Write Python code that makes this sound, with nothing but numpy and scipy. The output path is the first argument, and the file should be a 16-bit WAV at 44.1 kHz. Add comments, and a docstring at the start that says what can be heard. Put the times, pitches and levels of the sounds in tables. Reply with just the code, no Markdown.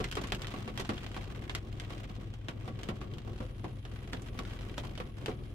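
"""The front seats of a standing car, in the rain, with the engine idling.
Big drops tick sharply on the windshield and thud on the lined steel roof, over a fine patter that
comes in waves. The small padded cabin answers each drop briefly. Underneath lie the hum of engine
and fan and the dull wash of the wet street; a faint electronic whine sets in later."""
import sys
import numpy as np
from scipy import signal
from scipy.fft import rfft, irfft, next_fast_len
from scipy.io import wavfile
from scipy.ndimage import map_coordinates

SR = 44100
rng = np.random.default_rng(int(sys.argv[2]) if len(sys.argv) > 2 else 0)


def wav_record(signal):
    """Record a signal, one row per channel, as 16-bit PCM in the file named by sys.argv[1]."""
    frames = np.transpose(np.atleast_2d(signal))
    bounded = np.clip(frames, -1, 1)
    # unit amplitude maps onto the largest positive 16-bit level
    quanta = np.round(bounded * 32767).astype(np.int16)
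    wavfile.write(sys.argv[1], SR, quanta)


N = 244314
TIME_S = np.arange(N) / SR
DROP_TIME_S = np.arange(5120) / SR  # the span of one drop and its tail


def amp(db):
    """Decibels to gain."""
    return 10 ** (np.asarray(db) / 20)


def unit(x):
    """Scale to rms 1."""
    return x / np.sqrt(np.mean(x ** 2) + 1e-20)


def along(points, hz):
    """Read a curve of (freq_hz, value) points on a log frequency axis."""
    freqs, values = np.transpose(points)
    return np.interp(np.log(hz + 1), np.log(freqs + 1), values)


def bump(hz, centre_hz, width_hz):
    """The bell of one resonance, 1 at its centre."""
    return 1 / (1 + (2 * (hz - centre_hz) / width_hz) ** 2)


def wobble(rate_hz):
    """A smooth random drift through rate_hz points a second."""
    coarse = np.linspace(0, N * rate_hz / SR, N // 256)
    knots = rng.standard_normal(int(N * rate_hz / SR) + 4)
    return np.interp(TIME_S * rate_hz, coarse, map_coordinates(knots, [coarse]))


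def pan(left_db):
    """Stereo gains that put the left side left_db above the right."""
    return amp(np.array([[left_db], [-left_db]]) / 2)


def eq(x, gain_db):
    """Minimum-phase EQ with the curve gain_db(hz): nothing rings ahead of a hit."""
    size = 2 * next_fast_len(x.shape[-1] // 2 + len(DROP_TIME_S) // 2)
    cepstrum = irfft(np.log(amp(gain_db(np.fft.rfftfreq(size, 1 / SR))) + 1e-6))
    cepstrum[1:size // 2] *= 2
    cepstrum[size // 2 + 1:] = 0
    return irfft(rfft(x, size) * np.exp(rfft(cepstrum)), size)[..., :x.shape[-1]]


def add(track, start_s, sound):
    """Mix a sound into the track at start_s."""
    start = int(np.clip(round(start_s * SR), 0, N - 1))
    track[:, start:start + sound.shape[1]] += sound[:, :N - start]


# How alike left and right are in the cabin: freq_hz, correlation
STEREO_LIKENESS = [(60, 0.93), (150, 0.88), (350, 0.71), (700, 0.4), (1400, -0.13), (3000, 0.013),
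                   (8000, -0.048)]

def cabin_noise(size):
    """Diffuse white noise: nearly mono in the bass, wide in the treble."""
    correlation = along(STEREO_LIKENESS, np.fft.rfftfreq(size, 1 / SR))
    angle = np.arccos(correlation) / 2
    mid, side = irfft(rfft(rng.standard_normal((2, size))) * [np.cos(angle), np.sin(angle)], size)
    return np.array([mid + side, mid - side])


# EQ of the background bed: freq_hz, gain_db
WASH_EQ = [(25, -23), (35, -7.5), (52, 12), (72, -5), (120, 2), (160, -12.5), (300, -5.5), (700, -34),
           (3200, -24.5), (4500, -37.5), (9000, -48), (15500, -54)]

def street_wash(level_db=-52):
    """The rumble of the car body and the dull wash of the wet street outside."""
    bed = unit(eq(cabin_noise(N), lambda hz: along(WASH_EQ, hz)))
    return amp(level_db) * bed * pan(0.28)


# When the whine sounds: start_s, end_s
WHINE_CUES = [(3.33, 4.93), (4.97, 5.6)]

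def electronic_whine(level_db=-77.5, centre_hz=10850, width_hz=900, line_db=-19, fade_s=0.022):
    """A thin whine: evenly spaced tones in a narrow band of hiss."""
    hiss = unit(eq(rng.standard_normal((2, N)), lambda hz: 20 * np.log10(bump(hz, centre_hz, width_hz))))
    lines = sum(np.sqrt(2) * np.sin(2 * np.pi * hz * TIME_S) for hz in range(10200, 11001, 200))
    gate = sum(np.clip(np.minimum(TIME_S - start_s, end_s - TIME_S) / fade_s, 0, 1)
               for start_s, end_s in WHINE_CUES)
    return amp(level_db) * gate * (hiss + amp(line_db) * lines)


# Harmonics of the idle: firing_multiple, level_db
IDLE_HARMONICS = [(1, -63), (2, -49.5), (3, -54.5), (4, -56), (5, -50), (6, -52)]
# Tones of the cooling fan: pitch_hz, level_db
FAN_TONES = [(98, -52), (196, -64.5)]

def engine(firing_hz=20.87, drift_hz=0.12, flutter_db=2.5):
    """The idling engine and its fan hum through the body, slightly unsteady."""
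    firings = firing_hz * TIME_S + np.cumsum(drift_hz * wobble(3.0)) / SR
    idle = [(round(k) * firing_hz, round(k) * firings, db) for k, db in IDLE_HARMONICS]
    fan = [(hz, hz * TIME_S, db) for hz, db in FAN_TONES]
    lean = [(45, 1), (90, 3.7), (130, 1.9)]  # standing waves pull the hum left: freq_hz, left_db
    out = np.zeros((2, N))
    for hz, cycles, level_db in idle + fan:
        tone = np.sqrt(2) * np.sin(2 * np.pi * (cycles + rng.random()))
        out += pan(along(lean, hz)) * amp(level_db + flutter_db * wobble(4.06)) * tone
    return out


# Reverb of the padded cabin, before each drop's tail_scale: freq_hz, t60_s
CABIN_DECAY = [(150, 0.4), (500, 0.14), (3000, 0.11), (12000, 0.081)]

def impact(direct_db, echo_db, tail_scale, spread_s=0.0002246, echo_s=0.0027):
    """One drop at unit energy: a direct click, its bounce off the dashboard and the cabin's tail."""
    hz, age_s, spectrum = signal.stft(cabin_noise(len(DROP_TIME_S)), SR, nperseg=128)
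    t60_s = tail_scale * along(CABIN_DECAY, hz)[:, None]
    _, tail = signal.istft(spectrum * amp(-60 * age_s / t60_s), SR, nperseg=128)
    tail = tail[:, :len(DROP_TIME_S)]
    bearing, path = rng.uniform(-0.98, 1, 2)
    arrival_s = spread_s * (1 + bearing * np.array([[1], [-1]]))
    click = amp(direct_db) * np.sinc((DROP_TIME_S - arrival_s) * SR)
    bounce = amp(echo_db) * np.sinc((DROP_TIME_S - arrival_s - echo_s * (1 + 0.232 * path)) * SR)
    hit = click + bounce + tail / np.linalg.norm(tail[0])
    return hit / np.sqrt(np.sum(hit ** 2) / 2)


# Resonances of the steel roof sheet: centre_hz, width_hz, strength_db
SHEET_MODES = [(221, 18, -2), (357, 53, -5.5), (509, 37, 1), (742, 55, 3.5), (1129, 56, 3.5),
               (1374, 28, 4.5)]

def sheet_db(hz):
    """The lift that the roof's resonances give to each frequency."""
    lift = sum(amp(db) * bump(hz, centre_hz, width_hz) for centre_hz, width_hz, db in SHEET_MODES)
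    return 20 * np.log10(1 + lift)


def spray_power(send_db=-33, rise_s=0.0072, decay_s=0.012):
    """Fine spray falls back after each big drop: a quick swell of power for the patter."""
    power = np.zeros(N)
    for start_s, level_db, *_ in WINDSHIELD_HITS + ROOF_HITS:
        age_s = np.maximum(TIME_S - start_s, 0)
        power += amp(level_db + send_db) ** 2 * (1 - np.exp(-age_s / rise_s)) * np.exp(-age_s / decay_s)
    return power


# Fader ride of the shower: time_s, level_db
SHOWER_RIDE = [(0.0, -50), (0.14, -54), (0.72, -54.5), (1.11, -54.5), (1.56, -59), (1.96, -56), (2.33, -66),
               (2.57, -63), (2.79, -58.5), (3.02, -65), (3.47, -62), (3.75, -65.5), (4.1, -60),
               (4.74, -57.5), (4.86, -55), (4.97, -69), (5.18, -56.5), (5.54, -68.5)]
# Brief lulls in the rain: centre_s
LULL_CUES = [.085, .73, 1.67, 2.41, 2.74, 3.54, 5.14]

def rain_strength_db(lull_db=-7.5, lull_half_s=0.046):
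    """The rain comes in waves, dips in the lulls and swells with the spray of the big drops."""
    shower_db = np.interp(TIME_S, *np.transpose(SHOWER_RIDE))
    lulls = sum(np.exp(-((TIME_S - centre_s) / lull_half_s) ** 2) for centre_s in LULL_CUES)
    return 10 * np.log10(amp(shower_db + lull_db * lulls) ** 2 + spray_power())


def scatter(rate_hz, spread_db, cap_db, direct_db, tail_scale, tint_db, spots):
    """Small drops land at random on a few spots of a panel, each spot with its own tint; rms 1."""
    octaves_hz = 125 * 2 ** np.arange(8)
    tints = [np.column_stack([octaves_hz, tint_db * rng.standard_normal(8)]) for _ in range(spots)]
    responses = [eq(impact(direct_db, direct_db - 4.5, tail_scale), lambda hz: along(tint, hz))
                 for tint in tints]
    moment, weight, place = rng.random((int(rate_hz * N / SR), 3)).T
    size = amp(np.minimum(-spread_db * np.log(1 - weight), cap_db))  # large drops are rare
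    out = np.zeros((2, N))
    for spot, response in enumerate(responses):
        here = (place * spots).astype(int) == spot
        blows = np.bincount((moment[here] * N).astype(int), size[here], N)
        out += signal.oaconvolve(blows[None], response, axes=1)[:, :N]
    return unit(out)


# EQ of the small drops on the roof: freq_hz, gain_db
DRUM_EQ = [(70, -21), (125, 3), (160, -4), (220, -5), (380, -8), (600, -15), (850, -22.5), (1200, -20),
           (2000, -46), (4000, -48.5)]
# EQ of the small drops on the glass: freq_hz, gain_db
PATTER_EQ = [(400, -9.5), (700, 3), (900, -2), (1500, 0), (2400, -1), (3200, -1.5), (4400, -9.5),
             (6000, -13.5), (8500, -16.5), (9700, -24), (12700, -22), (13500, -28), (15600, -30)]

def small_drops(drum_db=-48, patter_gain_db=4, drum_follow=0.28):
    """Small drops patter on the glass and drum on the roof; the drumming follows the rain less steeply."""
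    rain_db = rain_strength_db()
    drum_ride_db = drum_follow * (rain_db - rain_db.mean())
    drum = scatter(rate_hz=220, spread_db=4.5, cap_db=10.8, direct_db=-9,
                   tail_scale=0.87, tint_db=3, spots=10)
    drum = unit(eq(drum, lambda hz: along(DRUM_EQ, hz) + 0.87 * sheet_db(hz)))
    patter = scatter(rate_hz=420, spread_db=5, cap_db=15, direct_db=-2,
                     tail_scale=0.59, tint_db=2.5, spots=18)
    patter = unit(eq(patter, lambda hz: along(PATTER_EQ, hz)))
    return (amp(drum_ride_db + drum_db) * drum * pan(1.4)
            + amp(rain_db + patter_gain_db) * patter * pan(-1.1))


def dispersed(x, travel_s):
    """Bending waves cross a thin sheet more slowly the lower they are; travel_s is the delay at 1 kHz."""
    size = 2 * x.shape[-1]
    khz = np.fft.rfftfreq(size, 1 / SR) / 1000
    lag_cycles = 2000 * travel_s * np.sqrt(khz)
    return irfft(rfft(x, size) * np.exp(-2j * np.pi * lag_cycles), size)[..., :size // 2]


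def steel_mode(pitch_hz, t60_s, attack_s=0.00071):
    """One mode of the steel, struck and dying away."""
    envelope = amp(-60 * DROP_TIME_S / t60_s) * (1 - np.exp(-DROP_TIME_S / attack_s))
    return envelope * np.sin(2 * np.pi * pitch_hz * DROP_TIME_S)


# EQ of a thud through the roof lining: freq_hz, gain_db
THUD_EQ = [(60, -2), (130, 3), (230, 5), (450, 2.5), (700, -0.5), (1200, -11.5), (3000, -16.5), (5000, -26),
           (8500, -34.5), (12500, -37.5), (15000, -66)]
# Big drops on the roof, levels relative: start_s, level_db, ring_hz, splash_db
ROOF_HITS = [(0.001, -21.5, 432, -20), (0.169, -21, 418, -14), (0.238, -29, 209, -9.5),
             (0.538, -28.5, 215, -14.5), (0.676, -30.5, 390, -11.5), (0.795, -29.5, 388, -9),
             (0.891, -19.5, 219, -15.5), (1.164, -27, 368, -15), (1.903, -39, 507, -9.5),
             (2.485, -31, 336, -10), (2.677, -28.5, 470, -17), (2.887, -23, 209, -15.5),
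             (3.013, -31.5, 201, -14.5), (3.274, -30, 360, -25), (3.403, -26.5, 220, -23),
             (3.642, -25, 363.6, -21), (4.13, -25.5, 260.6, -24), (4.349, -35, 244, -26),
             (4.389, -26.5, 207, -16.5), (4.835, -33.5, 345, -15), (5, -28.5, 484, -13),
             (5.281, -20, 423, -23)]

def roof_drops(gain_db=22, ring_db=-31, boom_db=-41.5, boom_hz=177.8, plop_db=8, plop_centre_hz=1072):
    """Big drops thud through the lining with a hollow plop; the struck patch rings, the panel booms."""
    out = np.zeros((2, N))
    boom = amp(boom_db) * steel_mode(boom_hz, t60_s=0.22)
    for start_s, level_db, ring_hz, splash_db in ROOF_HITS:
        tilt = [(700, 0), (2000, splash_db + 26.5)]
        plop_hz = plop_centre_hz * 2 ** (0.2 * rng.uniform(-0.97, 1))  # within a fifth of an octave
        plop = lambda hz: plop_db * bump(hz, plop_hz, 0.24 * plop_hz)
        blow = dispersed(impact(direct_db=-9.5, echo_db=-38, tail_scale=1), travel_s=0.001435)
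        thud = eq(blow, lambda hz: along(THUD_EQ, hz) + along(tilt, hz) + sheet_db(hz) + plop(hz))
        ring = amp(ring_db) * steel_mode(ring_hz, t60_s=0.082)
        add(out, start_s, amp(level_db + gain_db) * (thud + ring + boom))
    return out


def splashed(hit, droplet_db=-19.5, scatter_s=0.027, droplets=3):
    """A big drop bursts: its droplets land just after it, as quiet copies with the sides swapped."""
    out = hit.copy()
    for wait, size in rng.random((droplets, 2)):
        lag = int(scatter_s * (0.18 + wait) * SR) + 1
        out[:, lag:] += amp(droplet_db) * size * hit[::-1, :-lag]
    return out


# EQ of a tick on the glass: freq_hz, gain_db
TICK_EQ = [(80, 5.5), (200, 1.5), (700, 4.5), (1100, 4.5), (1700, 5.5), (2400, 2.5), (3200, 5.5),
           (4300, -2), (6000, -9), (8500, -14.5), (9800, -23), (12500, -19.5), (13500, -31), (16000, -53)]
# Big drops on the windshield, levels relative: start_s, level_db, body_db, sparkle_db, ping_hz
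WINDSHIELD_HITS = [(0.0425, -19.5, -28, -19, 2050), (0.1138, -25.5, -30, -13, 3120),
                   (0.1249, -26.5, -15, -13, 2790), (0.1538, -27, -8, -8.5, 3180),
                   (0.2165, -30.5, 8.5, -10, 1320), (0.2726, -34.5, -12, -6, 2840),
                   (0.3211, -16, -1, -20, 2500), (0.348, -29, -16, -9, 2830),
                   (0.4192, -27.5, -15, -12, 3020), (0.4453, -27.5, -16, -33, 1900),
                   (0.47, -28.5, -10, -13, 3050), (0.776, -24, -5, -13.5, 3280), (0.8001, -26, 4, -9, 1900),
                   (0.8106, -31, 9, -9, 3480), (0.9791, -31, -31, -35, 3470), (1.496, -22.5, -1, -24, 2140),
                   (1.5501, -19, -4.5, -15, 2030), (1.799, -26.5, -23, -16.5, 2100),
                   (2.339, -37, 0, -15, 3040), (2.4844, -25, 3, -24.5, 1550), (2.791, -37, 8.5, -21, 1150),
                   (2.833, -30.5, 6, -11.5, 3060), (3.1376, -37, -8, -16, 3080),
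                   (3.1836, -35, -19, -17, 2840), (3.852, -32.5, 4, -22, 1800),
                   (4.132, -23.5, -36, -19.5, 1750), (4.2203, -48, 15, 9, 2700),
                   (4.3904, -24.5, -17, -18.5, 1360), (4.4512, -33, -16, -20, 1420),
                   (4.78, -23.5, 5, -15.5, 3450), (4.9534, -35.5, -24, -18, 2200),
                   (4.977, -30.5, 3, -17, 3040), (5.26, -23, -3, -16, 2640)]

def windshield_drops(gain_db=14, ping_db=7):
    """Big drops crack on the glass, each with its own weight, brightness and short ping."""
    out = np.zeros((2, N))
    for start_s, level_db, body_db, sparkle_db, ping_hz in WINDSHIELD_HITS:
        low_shelf_db = 0.95 * (body_db + 4)
        high_shelf_db = 0.74 * (sparkle_db + 23)
        shelves = [(500, low_shelf_db), (1400, 0), (3500, 0), (7000, high_shelf_db)]
        ping = lambda hz: ping_db * bump(hz, ping_hz, 0.09 * ping_hz)
        crack = splashed(impact(direct_db=-2, echo_db=-10, tail_scale=0.72))
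        tick = eq(crack, lambda hz: along(TICK_EQ, hz) + along(shelves, hz) + ping(hz))
        add(out, start_s, amp(level_db + gain_db) * pan(rng.normal(-1.8, 1.1)) * tick)
    return out


def scene():
    """The cabin mix: a bed of hum, wash and whine, with the rain on top."""
    bed = engine() + street_wash() + electronic_whine()
    return bed + windshield_drops() + roof_drops() + small_drops()


def record(dry):
    """A brick-wall high cut on the whole mix."""
    cutoff_hz = 15800
    size = next_fast_len(N + len(DROP_TIME_S))
    passband = np.fft.rfftfreq(size, 1 / SR) < cutoff_hz
    return irfft(rfft(dry, size) * passband, size)[:, :N]


dry = scene()
out = record(dry)
wav_record(out)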